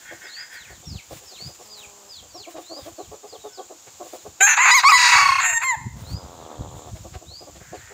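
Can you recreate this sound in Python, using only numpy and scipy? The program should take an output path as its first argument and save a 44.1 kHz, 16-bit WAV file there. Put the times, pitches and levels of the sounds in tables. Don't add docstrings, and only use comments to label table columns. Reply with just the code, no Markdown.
import sys
import numpy as np
from scipy import signal
from scipy.fft import rfft, irfft
from scipy.io import wavfile
from scipy.ndimage import uniform_filter1d, minimum_filter1d

SR = 44100
rng = np.random.default_rng(int(sys.argv[2]) if len(sys.argv) > 2 else 0)


def digitize_waveform(pressure):
    field = np.atleast_2d(pressure).T
    bounded = np.clip(field, -1, 1)
    quanta = np.round(bounded * 32767).astype(np.int16)
    wavfile.write(sys.argv[1], SR, quanta)


def invert_db(x):
    u = np.asarray(x, float) / 20
    return 10 ** u


N = 349713
T = np.arange(N) / SR


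def read(table):
    s, *columns = np.transpose(table)
    place = slice(int(s[0] * SR), min(int(s[-1] * SR), N))
    return place, [np.interp(T[place], s, column) for column in columns]


def edges(count, fade_s):
    i = np.arange(count) / (fade_s * SR)
    return np.clip(np.minimum(i, i[::-1]), 0, 1)


def swells(table, soft_s):
    gain = 0
    for start_s, length_s, level_db in table:
        inside_s = np.minimum(T - start_s, start_s + length_s - T)
        gain = gain + invert_db(level_db) * np.clip(inside_s / soft_s + .5, 0, 1) ** 2
    return gain


def unit(x):
    return x / np.sqrt(np.mean(x ** 2))


def even(x, over_s):
    return x / np.sqrt(uniform_filter1d(x ** 2, int(over_s * SR)) + 1e-12)


def ring(x, hz, width_hz, order=2):
    band = [hz - width_hz / 2, hz + width_hz / 2]
    return signal.sosfilt(signal.butter(order, band, "band", fs=SR, output="sos"), x)


def glide(x, hz, width_hz):
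    turn = np.exp(2j * np.pi * np.cumsum(hz) / SR)
    low_pass = signal.butter(4, width_hz / 2, fs=SR, output="sos")
    return (signal.sosfilt(low_pass, x / turn) * turn).real


def walk(count, rate):
    low_pass = signal.butter(2, rate, fs=SR, output="sos")
    settle = SR // 2
    return unit(signal.sosfilt(low_pass, rng.standard_normal(count + settle))[settle:])


def colour(spectrum):
    hz, db = np.transpose(spectrum)
    f = np.fft.rfftfreq(N, 1 / SR)[1:]
    gain = np.append(0, invert_db(np.interp(np.log(f), np.log(hz), db)))
    return unit(irfft(rfft(rng.standard_normal(N)) * gain, N))


def echo(x, t60, build_s):
    t = np.arange(int(t60 * SR)) / SR
    tail = rng.standard_normal(SR * 2)[:len(t)] * invert_db(-60 * t / t60) * np.clip(t / build_s, 0, 1)
    return signal.fftconvolve(x, tail / np.sqrt(np.sum(tail ** 2)))[:len(x)]


def membrane(hz, rasp, count, spread=0):
    quick = 0.338 * np.mean(hz)
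    steady = 2 * np.pi * np.cumsum(hz * (1 + .3 * rasp ** 2 * walk(len(hz), quick))) / SR
    flutter = .9 * np.cos(steady / 3 + 1.5 * walk(len(hz), quick / 8))
    phase = steady + rasp * (.6 * walk(len(hz), quick) + flutter)
    size = 1 + rasp * (.7 * walk(len(hz), quick) + flutter)
    return size * sum(np.cos(k * phase + spread * k * k) for k in range(1, count + 1))


def murmur(table, rasp, hz, width_hz, count, fade_s, air=.5):
    place, (pitch_hz, level_db) = read(table)
    out = np.zeros(N)
    pulses = unit(membrane(pitch_hz, rasp, count))
    breath = np.sqrt(SR / (2 * count * pitch_hz)) * rng.standard_normal(len(level_db))
    voice = even(ring(pulses + air * breath, hz, width_hz), 0.095)
    out[place] = voice * invert_db(level_db) * edges(len(level_db), fade_s)
    return out


def whistles(tables):
    out = np.zeros(N)
    for table in tables:
        place, (hz, db) = read(table)
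        hz = uniform_filter1d(hz, SR // 60, mode="nearest")
        waver = invert_db(2.6 * walk(len(hz), 71))
        tone = np.sqrt(2) * np.sin(2 * np.pi * np.cumsum(hz) / SR)
        out[place] += tone * invert_db(db) * waver * edges(len(hz), 0.0034)
    return out


# frequency_hz, density_db (per Hz)
WIND_COLOUR = [(24, -25), (40, -0.5), (70, 8.5), (110, 7), (160, 0.5), (275, -12), (400, -22.5),
               (880, -120)]
# start_s, length_s, level_db
GUSTS = [(.11, 0.081, -46), (.6, 0.34, -48), (.9, 0.066, -26), (1.08, 0.14, -47.5), (1.39, .12, -37),
         (1.55, 0.39, -64), (2.14, 0.31, -52.5), (2.8, 0.12, -47), (3.04, 0.1, -48), (4.23, 0.094, -48.5),
         (4.82, 0.37, -59), (5.1, 0.39, -46.5), (5.5, 0.42, -53.5), (5.79, 0.089, -27), (5.9, 0.17, -34),
         (6.1, 0.064, -21), (6.18, 0.31, -39.5), (6.55, 0.24, -36), (6.82, 0.15, -42), (6.95, 0.23, -39),
         (7.2, 0.7, -50.5)]


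def wind():
    calm_db = -68.5
    flicker = unit(invert_db(5.8 * walk(N, 20.0)))
    out = colour(WIND_COLOUR) * flicker * (invert_db(calm_db) + swells(GUSTS, 0.094))
    return signal.sosfilt(signal.butter(3, 48, "high", fs=SR, output="sos"), out)


# frequency_hz, density_db (per Hz)
WOOD = [(35, -41), (60, -12), (335, 1), (443, -2.5), (509, 5), (613, -2), (705, 3.5), (953, 3.5),
        (1960, -4.5), (2530, -1.5), (5580, 1), (7030, 8.5), (8670, -7), (9970, -13), (15500, -6)]


def wood():
    swell = invert_db(.8 * walk(N, 2))
    throb = invert_db(1.5 * walk(N, 3) + 1.5 * walk(N, 90))
    cicadas = unit(ring(rng.standard_normal(N), 7170, 850)) * invert_db(-54.0) * throb
    return colour(WOOD) * invert_db(-49.5) * swell + cicadas


# start_s, length_s, level_db
LEAVES = [(.11, 0.055, -51), (0, 3.54, -58), (1.54, 0.021, -48), (6.9, 0.9, -70), (0, 0.38, -69),
          (1.05, 0.15, -55.5), (1.32, 0.25, -55.5), (2.5, 0.486, -60.5), (4.02, 0.29, -51.5),
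          (5.96, 0.19, -45.5), (6.71, 0.31, -54)]


def leaves():
    crackle_db = 1.35 * rng.exponential(size=N // 8 + 1).repeat(8)[:N]
    grains = rng.standard_normal(N) * invert_db(crackle_db + 4.9 * walk(N, 8.9))
    body = unit(ring(grains, 4460, 8200, order=1))
    crisp = invert_db(-5.5) * unit(ring(grains, 15100, 4800))
    return (body + crisp) * swells(LEAVES, 0.019)


# start_s, length_s, level_db
FAR_CROWS = [
    (0, 0.057, -63.5),
    (0.047, 0.14, -53.5),
    (0.206, 0.15, -54.5),
    (0.362, 0.12, -52.5),
    (0.497, 0.172, -54.5),
    (0.658, 0.11, -60.5),
]
FAR_HZ = (1632, 1804)


def far_crows():
    out = np.zeros(N)
    for s, long, db in FAR_CROWS:
        arch = [(s, .97, -5), (s + 0.38 * long, 1.01, 0), (s + long, .98, -17)]
        place, (bend, shape_db) = read(arch)
        pulses = 0
        for hz in FAR_HZ:
            pulses = pulses + membrane(hz / 2 * bend * (1 + .02 * walk(len(bend), 30)), .42, count=4)
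        voice = even(ring(pulses, 1820, 560), 0.14)
        for hz, width_hz, weak_db in ((1000, 250, -18.5), (2250, 380, -30), (3350, 230, -18)):
            voice = voice + invert_db(weak_db) * unit(ring(pulses, hz, width_hz))
        out[place] += voice * invert_db(db + shape_db) * edges(len(bend), 0.003)
    return invert_db(9.0) * out + invert_db(15.5) * echo(out, 0.12, 0.0024)


# start_s, peak_db, pitch_hz, length_s, slant (pitch, as share)
RUN = [(2.35, -32.5, 335, 0.047, 0.19), (2.398, -40, 400, 0.05, 0.13), (2.474, -30.5, 326, .045, 0.21),
       (2.548, -29.5, 298.7, 0.056, -0.19), (2.582, -27.5, 331.5, 0.041, 0.19),
       (2.701, -28.5, 310.6, 0.066, -0.17), (2.765, -30, 273, 0.065, 0.035),
       (2.863, -28.5, 314, 0.053, 0.21), (2.987, -26.5, 369, 0.056, 0.14), (3.119, -28, 424, .055, 0.014),
       (3.238, -32, 404, 0.06, -0.024), (3.333, -28.5, 424, 0.057, -0.22), (3.443, -26.5, 410, 0.063, 0.01),
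       (3.583, -26.5, 341.7, 0.058, -0.16), (3.707, -31, 337, 0.049, -.1), (3.872, -40, 387, 0.042, -0.062),
       (4.007, -25.5, 333.6, 0.054, -0.18), (4.055, -34, 334, 0.04, 0.076), (4.136, -28.5, 323.6, 0.052, 0),
       (4.256, -27.5, 404, 0.044, 0), (4.401, -30, 382, .05, 0.004)]
# start_s, peak_db
STRAYS = [(0.116, -33.5), (0.237, -42.5), (0.708, -37.5), (0.828, -46), (0.941, -43), (1.11, -31.5),
          (1.215, -44.5), (1.315, -43), (1.4, -42.5), (1.481, -39.5), (1.598, -37.5), (2.235, -41.5),
          (6.874, -37), (6.957, -37), (7.046, -32.5), (7.146, -32.5), (7.219, -38.5), (7.309, -43.5),
          (7.414, -32), (7.475, -35), (7.56, -41), (7.596, -42), (7.73, -27.5), (7.906, -38)]
# time_s, rasp (0-1)
HOARSE = [(2.25, .6), (2.3, .22), (2.8, .22), (3.0, .45), (4.3, .55), (6.8, .25), (7.5, .55)]


def clucks():
    out = np.zeros(N + SR)
    for s, db, *own in RUN + STRAYS:
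        chance = rng.uniform(-0.973, 1, size=3)
        usual = 338.6 * (1 + 0.1484 * chance[0]), 0.054, 0.16 * chance[1]
        pitch_hz, length_s, slant = own or usual
        u = (np.arange(SR // 8) / SR / length_s).clip(0, 1)
        puff = np.sin(np.pi * u ** (0.83 + 0.18 * chance[0])) ** 1.67
        hz = pitch_hz * (.91 + .6 * u * (1 - u) + 1.4 * slant * (u - .5))
        rasp = np.interp(s, *np.transpose(HOARSE)) + .08 * chance[1]
        pulses = membrane(hz, rasp, count=5)
        low = unit(ring(pulses, 540, 460, order=3))
        bright = invert_db(-12 + 3 * chance[2]) * unit(ring(pulses, 950, 380, order=4))
        i = int((s - .012) * SR)
        out[i:i + len(u)] += invert_db(db - 6.5) * (low + bright) * puff
    return out[:N]


# share_of_length, share_of_drop_left, level_db
FALL = [(0, .97, -5), (.14, 1, 0), (.42, .7, -1), (.66, .54, -2), (.88, .1, -2), (1, 0, -5)]
# start_s, length_s, top_hz, end_hz, level_db
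FALLS = [(0.233, 0.14, 5270, 2450, -51.5), (0.505, 0.17, 5210, 2180, -49), (.7, 0.084, 4600, 3060, -56.5),
         (0.838, 0.043, 3650, 3420, -54), (0.854, .16, 5640, 1980, -45), (0.962, 0.05, 4970, 2900, -51),
         (1.25, 0.15, 5470, 2044, -48), (1.61, 0.14, 5520, 3180, -57), (1.697, 0.16, 4960, 2310, -46),
         (2.089, 0.12, 5100, 3080, -44), (2.13, 0.04, 3660, 3280, -53), (2.294, 0.1, 4770, 3270, -56),
         (2.337, 0.13, 5650, 2060, -44), (2.494, 0.11, 4020, 3630, -61), (2.77, .1, 3910, 3150, -55.5),
         (2.958, 0.11, 4560, 3040, -55), (3.281, 0.088, 5100, 3040, -49.5),
         (3.393, 0.11, 3890, 3430, -55.5), (3.525, 0.079, 5400, 3080, -47.5), (3.49, 0.16, 1500, 1480, -61),
         (4.182, 0.036, 4300, 3150, -55), (6.38, 0.1, 3970, 2798, -58), (7.738, 0.093, 4830, 2730, -57)]
# time_s, pitch_hz, level_db
RISE = [(0, 3450, -23.5), (.05, 4150, -14.5), (.1, 4600, -7), (.145, 4980, -8.5), (.17, 5020, -28)]
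# start_s, level_db
RISES = [
    (0.267, -31.5),
    (1.33, -33),
    (2.632, -33.5),
    (6.024, -33.5),
    (7.254, -34.5),
]


def birds():
    rises = whistles([[(s + u, hz, db + d) for u, hz, d in RISE] for s, db in RISES])
    falls = whistles([[(s + u * long, end + left * (top - end), db + d) for u, left, d in FALL]
                      for s, long, top, end, db in FALLS])
    return rises + falls + invert_db(-3.5) * echo(rises, 0.29, 0.0053) + invert_db(-6.0) * echo(falls, 0.17, 0.028)


# time_s, pitch_hz, level_db
MOAN = [
    (1.62, 213, -54),
    (2.108, 198, -53.5),
    (2.14, 204, -68),
]


def moan():
    return murmur(MOAN, .13, 620, 720, count=6, fade_s=.05, air=.3)


# time_s, level_db
PECKS = [(2.57, -45), (3.877, -48), (6.966, -47.5), (7.119, -72), (7.144, -42), (7.56, -49.5),
         (7.75, -48.5)]


def pecks():
    out = np.zeros(N)
    for s, db in PECKS:
        out += invert_db(db) * np.exp(-.5 * ((T - s - .006) / 0.011) ** 2)
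    return out * unit(ring(rng.standard_normal(N), 1740, 3400))


# time_s, pitch_hz, level_db, gape (of the beak, 0-1), stretch (of the neck, 0-1)
CROW_ONE = [(4.4, 778, -56, 0.85, 0.9), (4.408, 751, -12, 0.64, 0.52), (4.435, 802.5, -8.5, 0.98, 0.31),
            (4.465, 818, -13.5, 1, 0.1), (4.473, 909.6, -14.5, 0.74, 0.4), (4.51, 900, -14.5, 0.96, 0.3),
            (4.545, 843.3, -19.5, 0.76, 0.57), (4.562, 845, -33, 0.8, 0.1)]
CROW_TWO = [(4.562, 850, -37, 0.76, .3), (4.57, 873.3, -20, .85, .6), (4.58, 932.4, -15, 0.45, 0.48),
            (4.627, 1068, -13.5, 0.69, 0.15), (4.705, 935.7, -11.5, 0.56, 0.56),
            (4.718, 1010, -9, 0.74, 0.86), (4.735, 982, -14, 0.53, 0.81), (4.753, 1131, -10, 0.78, 0.33),
            (4.79, 958, -15, 0.46, 0.94), (4.818, 950.4, -30.5, 0.77, 1)]
CROW_RISE = [(4.82, 979, -42, 1, 0.68), (4.837, 990, -17.5, 0.2, 0.53), (4.852, 1093, -8.5, 0.12, 0.55),
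             (4.882, 1127, -9.5, 0.39, 0.78), (4.887, 1271, -9, 0.33, 0.51),
             (4.904, 1242, -10.5, 0.28, 0.74), (4.915, 1214, -12.5, 0.73, 0.22),
             (4.921, 978, -4, 0.054, 0.67)]
CROW_LONG = [(4.934, 993.6, -7.5, 0.39, 0.61), (4.97, 994, -13.5, 0.69, 0.82), (4.999, 979, -14, 0.6, 0.84),
             (5.061, 975, -14, 0.6, 0.91), (5.152, 967, -9.5, 0.49, 0.67), (5.164, 992, -10.5, 0.49, 0.72),
             (5.24, 952, -12, 0.36, 0.61), (5.302, 948, -10, 0.16, 0.56), (5.399, 934, -15.5, 0.33, 0.55)]
CROW_FADE = [(5.417, 882, -23.5, 0.83, 0.67), (5.461, 938, -16.5, 0.81, 0.28),
             (5.484, 936.6, -21.5, 0.97, 0.29), (5.5, 917, -17.5, .87, 0.22), (5.52, 928, -24, 0.85, 0.17),
             (5.536, 939, -19.5, 0.82, 0.11), (5.56, 914, -21.5, .86, 0.18),
             (5.578, 920, -15.5, 0.78, 0.31), (5.597, 922, -37, 0.55, 0.073)]
CROW_END = [(5.601, 888.6, -33.5, 0.61, 0.48), (5.636, 1045, -22, 0.58, 0.41),
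            (5.665, 1065, -21.5, 0.6, 0.42), (5.701, 1021, -18, 0.76, 0.32), (5.739, 899, -23, 0.23, 0.056),
            (5.755, 828, -25, 0.22, 0.031)]
SYLLABLES = CROW_ONE + CROW_TWO + CROW_RISE + CROW_LONG + CROW_FADE + CROW_END
# start_s, rasp (0-1)
RASP = [(4.4, .2), (4.415, .04), (4.467, .46), (4.562, .6), (4.58, .28), (4.648, .5), (4.712, .04),
        (4.795, .43), (4.842, .015), (4.887, .25), (4.922, .05), (4.975, .17), (5.045, .26), (5.24, .16),
        (5.4, .6), (5.455, .25), (5.54, .02), (5.612, .45), (5.642, .015)]
# catch_s, dip_db
SLIPS = [(4.9948, 9.5), (5.029, 9), (5.0533, 2.5), (5.0959, 9), (5.122, 17), (5.1575, 4.5), (5.1907, 6.5),
         (5.2201, 5), (5.258, 13.5), (5.2901, 15), (5.322, 20), (5.356, 24.5), (5.3867, 25.5)]
# time_s, pitch_hz, low_share (of the first resonance, 0-1), high_share (of the upper ones, 0-1)
TWIN = [(4.915, 1205, 0.17, 0.15), (4.928, 1121, 0.95, 0.32), (4.946, 1080, 0.66, 0.36),
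        (4.954, 1098, .1, 0.36), (5.03, 1106, .15, 0.44), (5.06, 1106, 0.22, .45), (5.15, 1107, 0.43, 0.34),
        (5.164, 1115, 0.59, 0.7), (5.209, 1146, 1, 1), (5.251, 1117, 0.76, 0.91), (5.341, 1079, 1, 0.88),
        (5.399, 1078, 1, 0.92), (5.412, 1073, 0, 0.067)]
# time_s, treble_db (under the voice)
FACING = [(4.4, -25.5), (4.53, -25), (4.57, -41), (4.63, -35), (4.7, -33.5), (4.78, -19), (4.84, -44),
          (4.9, -29.5), (5.0, -29), (5.22, -35.5), (5.36, -41.5), (5.46, -24), (5.56, -25), (5.6, -35),
          (5.65, -19.5), (5.68, -38), (5.76, -33)]
THROAT = [1030, 1520, 990]


def crow_slips(t):
    slipping, dip = 0, 0
    for catch_s, dip_db in SLIPS:
        late_s = t - catch_s + 0.006
        width_s = np.where(late_s < 0, 0.004 + 0.00022 * dip_db, .0025)
        shape = np.exp(-.5 * (late_s / width_s) ** 2)
        slipping = slipping + shape
        dip = dip + dip_db * shape
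    return slipping, dip


def crow_sources(t, hz, slipping, twin_hz, low_share, high_share):
    since, amount = np.transpose(RASP)
    latest = np.searchsorted(since, t, "right").clip(1) - 1
    rasp = uniform_filter1d(amount[latest], int(.008 * SR))
    hz = hz * (1 + 0.00743 * walk(len(t), 64))
    steady = np.minimum(rasp, .02 + 1.7 * rasp ** 2) + .2 * slipping
    air = 16 * (rasp - .2).clip(0) * rng.standard_normal(len(t))
    rasp = rasp + 0.4604 * slipping

    def pulses(rough, share):
        own, other = (ring(membrane(f, rough, count=20, spread=1 / 3), 9060, 17120, order=3)
                      for f in (hz, twin_hz))
        return [own + s.clip(0, 1) * (other - own) for s in share]

    first, source = pulses(rasp, (low_share, np.minimum(low_share, high_share)))
    upper, = pulses(steady, (high_share,))
    return hz, rasp, first + air, source, upper


def crow():
    place, (hz, db, gape, stretch) = read(SYLLABLES)
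    t, out = T[place], np.zeros(N)
    slipping, dip_db = crow_slips(t)
    hz = uniform_filter1d(hz, SR // 120, mode="nearest")
    when, *twin = np.transpose(TWIN)
    twin_hz, low_share, high_share = (np.interp(t, when, column) for column in twin)
    hz, rasp, first, source, upper = crow_sources(t, hz, slipping, twin_hz, low_share, high_share)

    open_share = gape.clip(0, 1)
    second = invert_db(-12.5 + open_share * (13.5 + 12.5))
    beak = invert_db(-35.5 + open_share * (15.5 + 35.5))
    whole = np.sqrt(1 + second ** 2 + beak ** 2)
    third = whole * invert_db(-31.5 + stretch * (-1.5 + 31.5))
    slow_hz = uniform_filter1d(hz + high_share * (twin_hz - hz), SR // 40, mode="nearest")
    through = sum(np.interp(t, [part[0][0], part[-1][0]], [0, 1], 0, 0)
                  for part in (CROW_ONE, CROW_TWO, CROW_RISE + CROW_LONG))
    centres = 1.923 * slow_hz, 3.67 * slow_hz + 646 * stretch, 7077 - 694 * through

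    voice = even(ring(first, 1155, 684, order=4), 0.036) * invert_db(-dip_db)
    resonances = zip(centres, THROAT, (second, third, beak), (source, upper, upper))
    for centre_hz, width_hz, gain, pulses in resonances:
        voice = voice + even(glide(pulses, centre_hz, width_hz), 0.022) * gain * invert_db(-.6 * dip_db)
    roused = rasp.clip(0, .3)
    voice = voice + even(ring(source, 2602, 250), 0.02) * second * 1.8 * roused
    voice = voice + even(ring(source, 5900, 1100, order=3), .03) * third * 1.44 * roused * stretch

    facing_db = np.interp(t, *np.transpose(FACING))
    bands = sum(ring(upper, f, 2400, order=3) * invert_db(band_db + 2.7 * walk(len(t), 10))
                for f, band_db in ((11500, 1.5), (14500, 2.5)))
    top = even(bands, 0.03) * whole * invert_db(facing_db)
    haze = even(ring(source + .5 * upper, 8270, 1900, order=3), 0.037)
    haze = haze * np.hypot(third * invert_db(-12.5), beak * invert_db(-27.0)) * invert_db(0.35 * (facing_db + 29.5))
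    effort = invert_db(0.2 * (db + 9.0))
    out[place] = (voice + top + haze * effort) / whole * invert_db(db) * edges(len(t), 0.0019)
    return out


# time_s, pitch_hz, level_db
UNDER = [(5.43, 742, -46), (5.46, 742, -44), (5.49, 721, -41.5), (5.53, 658, -43), (5.545, 661, -52)]


def undertone():
    return whistles([UNDER])


# time_s, pitch_hz, level_db
GROWL = [
    (5.93, 115.5, -46),
    (6.08, 104, -48.5),
    (6.2, 94, -43.5),
    (6.514, 75.76, -41),
    (6.92, 75.4, -41.5),
]


def growl():
    chest = murmur(GROWL, .18, 646, 744, count=16, fade_s=.04, air=.5) * invert_db(1.5 * walk(N, 8))
    edge = murmur(GROWL, .3, 3760, 1000, count=50, fade_s=0.048, air=0.5)
    return chest + invert_db(-15.5) * edge


# time_s, pitch_hz, level_db
SQUAWK = [
    (7.6, 804, -53),
    (7.75, 869, -50),
    (7.93, 956, -48),
]


def squawk():
    return murmur(SQUAWK, 0.44, 1700, 830, count=4, fade_s=0.0043, air=0.58)


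def lagging_power(x, memory_s):
    keep = np.exp(-1 / (memory_s * SR))
    return signal.lfilter([1 - keep], [1, -keep], x ** 2)


def scene():
    near = crow() + undertone()
    hens = clucks() + moan() + growl() + pecks()
    yard = birds() + hens + invert_db(-9.5) * echo(hens, 0.18, 0.0044)
    yard = yard + far_crows() + squawk() + leaves() + wood()
    quick_duck = (1 + lagging_power(near, 0.15) / invert_db(-20) ** 2) ** -.3
    slow_duck = (1 + lagging_power(near, 0.6) / invert_db(-27.5) ** 2) ** -.12
    behind = yard + invert_db(-7) * echo(near, 0.57, 0.003)
    return (near + quick_duck * slow_duck * behind + wind())[None]


def band_limit(x):
    return signal.sosfilt(signal.butter(12, 16310, fs=SR, output="sos"), x)


def record(dry):
    ceiling = .86
    room_left = minimum_filter1d(ceiling / np.maximum(np.abs(dry), ceiling), SR // 100)
    held = dry * uniform_filter1d(room_left, SR // 100)
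    held = signal.sosfilt(signal.ellip(10, .3, 80, 15550, fs=SR, output="sos"), held)
    return band_limit(held)


dry = scene()
out = record(dry)
digitize_waveform(out)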